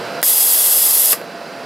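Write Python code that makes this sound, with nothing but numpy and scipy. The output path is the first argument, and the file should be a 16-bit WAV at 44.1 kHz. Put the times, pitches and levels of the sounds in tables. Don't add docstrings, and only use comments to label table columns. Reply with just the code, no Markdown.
import sys
import numpy as np
from scipy import signal
from scipy.fft import rfft, irfft
from scipy.io import wavfile
from scipy.ndimage import uniform_filter1d

SR = 44100
rng = np.random.default_rng(int(sys.argv[2]) if len(sys.argv) > 2 else 0)


def dump(signal):
    limited = np.clip(np.atleast_2d(signal).T, -1, 1)
    pcm = np.round(limited * 32767).astype(np.int16)
    wavfile.write(sys.argv[1], SR, pcm)


N = 72765
TIME = np.arange(N) / SR
FREQS = np.maximum(np.arange(N // 2 + 1) * SR / N, 1)


def from_db(db):
    return 10 ** (np.asarray(db) / 20)


def rms_one(x):
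    return x / np.sqrt(np.mean(x ** 2) + 1e-20)


def colour(points):
    hz, db = np.transpose(points)
    return from_db(np.interp(np.log(FREQS), np.log(hz), db))


def low_pass(hz, order):
    return 1 / (1 + (FREQS / hz) ** order)


def resonances(rows):
    return np.sqrt(sum((from_db(db) / (1 + ((FREQS - hz) / width) ** 2)) ** 2 for hz, width, db in rows))


def noise(gain):
    return rms_one(irfft(rfft(rng.standard_normal(N)) * gain, N))


def stereo_noise(gain, side_points):
    mid, side = rfft(rng.standard_normal((2, N))) * gain
    side = side * colour(side_points)
    return rms_one(irfft(np.array([mid + side, mid - side]), N))


def drift(rate_hz):
    return noise(low_pass(rate_hz, 2))


def decay(start, t60):
    return (TIME >= start) * from_db(-60 * np.maximum(TIME - start, 0) / t60)


def bursts(rows, points):
    return sum(from_db(db) * decay(start, t60) * noise(colour(points)) for start, db, t60 in rows)


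def lean(x, balance_points):
    ratio = np.sqrt(colour(balance_points))
    return irfft(rfft(x) * np.array([ratio, 1 / ratio]), N)


def no_bass(x, lowest_hz=221):
    return signal.sosfilt(signal.butter(4, lowest_hz, "high", fs=SR, output="sos"), x + 1e-18)


# frequency in Hz, relative level in dB.
SHOP_SPECTRUM = [(24, -68), (40, -42), (80, -41), (103, -33.5), (158, -2.5), (496, -1), (621, 0.5),
                 (670, 0), (722, -2.5), (1190, -7), (1520, -3), (1730, -9), (2640, -12.5), (3560, -17.5),
                 (4800, -15), (6640, -26), (15500, -33)]
# frequency in Hz, width in Hz, relative level in dB.
CASING_MODES = [(122, 11, -4.5), (163, 29, -4), (485, 35, 12.5), (562, 51, 4), (1420, 82, 2),
                (1570, 54, -0.5), (2640, 65, -0.5), (4040, 90, -0.5), (4750, 150, -3)]
# pitch in Hz, mid level in dB.
HUM_TONES = [(120, -53), (685, -38)]
# frequency in Hz, side against mid in dB.
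SHOP_WIDTH = [(100, -32), (300, -16.5), (1000, -26), (4000, -18.5), (12000, -10)]
# frequency in Hz, left over right in dB.
SHOP_PAN = [(220, -0.5), (400, -1.5), (650, -3), (1150, -4.5), (3200, -2), (4200, -1), (5700, -3.5),
            (10000, 0.5)]
def workshop():
    air_loss = low_pass(15500, 10)
    machines = from_db(-27.5) * stereo_noise(colour(SHOP_SPECTRUM) * air_loss, SHOP_WIDTH)
    casings = from_db(-35) * stereo_noise(resonances(CASING_MODES), SHOP_WIDTH)
    hum = np.zeros(N)
    for hz, db in HUM_TONES:
        amplitude = np.sqrt(2) * from_db(db + 3.4 * drift(rate_hz=5.1))
        hum += amplitude * np.sin(2 * np.pi * (hz * TIME + rng.random()))
    return lean(machines + casings + hum, SHOP_PAN)


# start in seconds, level in dB, t60 in seconds.
TICK_HITS = [(.2166, -20.5, 0.017), (.229, 7, 0.0056), (1.131, -1.5, 0.013)]
# frequency in Hz, relative level in dB.
TICK_SPECTRUM = [(200, -26), (600, 8), (1800, 3), (3500, -3.5), (6000, -1), (10000, 1), (15000, 0.5)]
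def ticks():
    return no_bass(bursts(TICK_HITS, TICK_SPECTRUM))


# frequency in Hz, relative level in dB.
HISS_SPECTRUM = [(2000, -19.5), (2430, -23.5), (3000, -16.5), (4200, -14.5), (5650, -13.5), (6150, -13),
                 (7400, -9.5), (8550, -8.5), (9700, -7.5), (10700, -1.5), (12450, -5.5), (13500, -8),
                 (14200, -11), (14600, -5.5), (15700, -15.5)]
# frequency in Hz, width in Hz, relative level in dB.
NOZZLE_MODES = [(2740, 180, -15.5), (3315, 81, -11.5), (3527, 62, -14), (3940, 130, -17.5),
                (4994, 450, -10), (5600, 25, -14), (5900, 82, -25), (6450, 55, -16), (7840, 250, -8.5),
                (8900, 250, -4), (11260, 670, -3), (11770, 530, 1.5), (12970, 360, -2.5), (14700, 180, -6)]
# frequency in Hz, side against mid in dB.
HISS_WIDTH = [(2000, -63), (8000, -66), (12000, -27)]
# delay in seconds, gain in dB.
STEEL_ECHOES = [(.0031, -17), (.0047, -16.5)]
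def jet_hiss():
    low_cut = 1 / np.sqrt(1 + (2000 / FREQS) ** 4)
    hiss = from_db(-4.5) * stereo_noise(colour(HISS_SPECTRUM) * low_cut, HISS_WIDTH)
    nozzles = from_db(-5) * stereo_noise(resonances(NOZZLE_MODES), HISS_WIDTH)
    direct = hiss + nozzles
    echoes = sum(from_db(db) * np.roll(direct, int(delay * SR), axis=1) for delay, db in STEEL_ECHOES)
    return direct + echoes


# pitch in Hz, level in dB.
EDGE_TONES = [(2800, -34), (3380, -27.5), (4930, -22.5), (5735, -31)]
def whistles():
    out = np.zeros(N)
    for hz, db in EDGE_TONES:
        pitch_hz = hz * (1 + .008 * drift(rate_hz=4))
        out += from_db(db) * drift(rate_hz=22) * np.sin(2 * np.pi * np.cumsum(pitch_hz) / SR)
    return out


# frequency in Hz, relative level in dB.
RUSH_SPECTRUM = [(200, -19.5), (450, -1), (800, 0.5), (1200, -5), (1650, -11.5), (2050, -2.5),
                 (2400, -12.5), (3000, -11)]
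# frequency in Hz, side against mid in dB.
RUSH_WIDTH = [(200, -17), (700, -13), (1400, -24), (2500, -52)]
# frequency in Hz, left over right in dB.
RUSH_PAN = [(300, -1), (750, -1.4), (1400, 0.36)]
def air_box_rush():
    band = FREQS / (FREQS + 200) * low_pass(3000, 2)
    rush = from_db(-22) * stereo_noise(colour(RUSH_SPECTRUM) * band, RUSH_WIDTH)
    return lean(rush, RUSH_PAN)


def air_blast(open_s=0.2272, shut_s=1.1213):
    build_s, bright_drain_s, dull_drain_s = 0.0093, 0.012, 0.02
    build_up = 1 - np.exp(-np.maximum(TIME - open_s, 0) / build_s)
    since_shut = np.maximum(TIME - shut_s, 0)
    flutter = from_db(0.8 * drift(rate_hz=24))
    air = jet_hiss() + whistles() + air_box_rush()
    dull = irfft(rfft(air) * low_pass(6000, 4), N)
    bright = (air - dull) * np.exp(-since_shut / bright_drain_s)
    return build_up * flutter * (bright + dull * np.exp(-since_shut / dull_drain_s))


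# start in seconds, level in dB, t60 in seconds,
# treble corner in Hz, end of travel (0 open, 1 shut).
PLUNGER_STROKES = [(.229, -5, 0.043, 8000, 0), (1.1279, -8.5, 0.029, 2500, 1),
                   (1.1312, -7.5, 0.08, 4000, 1), (1.14, -16, .06, 5000, 1)]
# pitch in Hz, opening level in dB, shutting level in dB, share of t60.
VALVE_MODES = [(483, -17, -15, 1), (610, -21, -12, 1), (1160, -22, -10, 0.77), (1227, -28, -7.5, 0.89),
               (1600, -12, -18, 1), (1770, -6, -22, 0.93), (1953, -7, -13, 1), (2210, -7.5, -18, 0.82),
               (2710, -12, -5.5, 0.44), (4820, -5, -8, 0.69)]
def valve():
    out = np.zeros(N)
    for start, db, t60, dull_hz, shut in PLUNGER_STROKES:
        for hz, open_db, shut_db, share in VALVE_MODES:
            mode_db = db + (shut_db if shut else open_db) + rng.normal()
            strength = from_db(mode_db) / np.sqrt(1 + (hz / dull_hz) ** 2)
            ring = decay(start, t60 * share) * np.sin(2 * np.pi * hz * (TIME - start))
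            out += rng.choice([-1, 1]) * strength * ring
    return no_bass(out)


# start in seconds, level in dB, t60 in seconds.
KNOCK_HITS = [(1.152, -21, 0.018), (1.197, -16, 0.036), (1.215, -18, 0.024), (1.414, -23, .03),
              (1.43, -29, 0.03)]
# frequency in Hz, relative level in dB.
KNOCK_SPECTRUM = [(200, -24), (450, 5.5), (620, 13), (900, -10), (1800, -5), (4000, -37), (12000, -70)]
def knocks():
    return lean(no_bass(bursts(KNOCK_HITS, KNOCK_SPECTRUM)), SHOP_PAN)


def room(x):
    tail = rms_one(rng.standard_normal(N) * decay(start=0.019, t60=0.31)) / np.sqrt(N)
    return from_db(-29.5) * signal.fftconvolve(x, tail[None], axes=1)[:, :N]


def scene():
    labeller = ticks() + air_blast() + valve()
    return workshop() + labeller + room(labeller) + knocks()


def gain_control(x):
    limit_db, slope, look_ahead_s, smooth_s = -13, 0.89, 0.021, 0.0084
    held_share, recover_db_per_s = 0.52, 4.5
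    power = uniform_filter1d(np.mean(x ** 2, axis=0), size=700)
    level_db = 10 * np.log10(np.maximum(power, 1e-12))
    coming_db = np.interp(TIME + look_ahead_s, TIME, level_db)
    cut_db = slope * np.maximum(coming_db - limit_db, 0)
    recovery_db = recover_db_per_s * TIME
    held_db = np.maximum.accumulate(cut_db + recovery_db) - recovery_db
    duck_db = held_share * held_db + (1 - held_share) * cut_db
    pole = np.exp(-1 / (smooth_s * SR))
    return x * from_db(-signal.lfilter([1 - pole], [1, -pole], duck_db))


def record(dry):
    ceiling, cutoff_hz = .95, 15800
    ducked = gain_control(dry)
    rounded = ducked / (1 + (ducked / ceiling) ** 8) ** (1 / 8)
    top_cut = np.clip((cutoff_hz - FREQS) / 200 + .5, 0, 1)
    return irfft(rfft(rounded) * top_cut, N)


dry = scene()
out = record(dry)
dump(out)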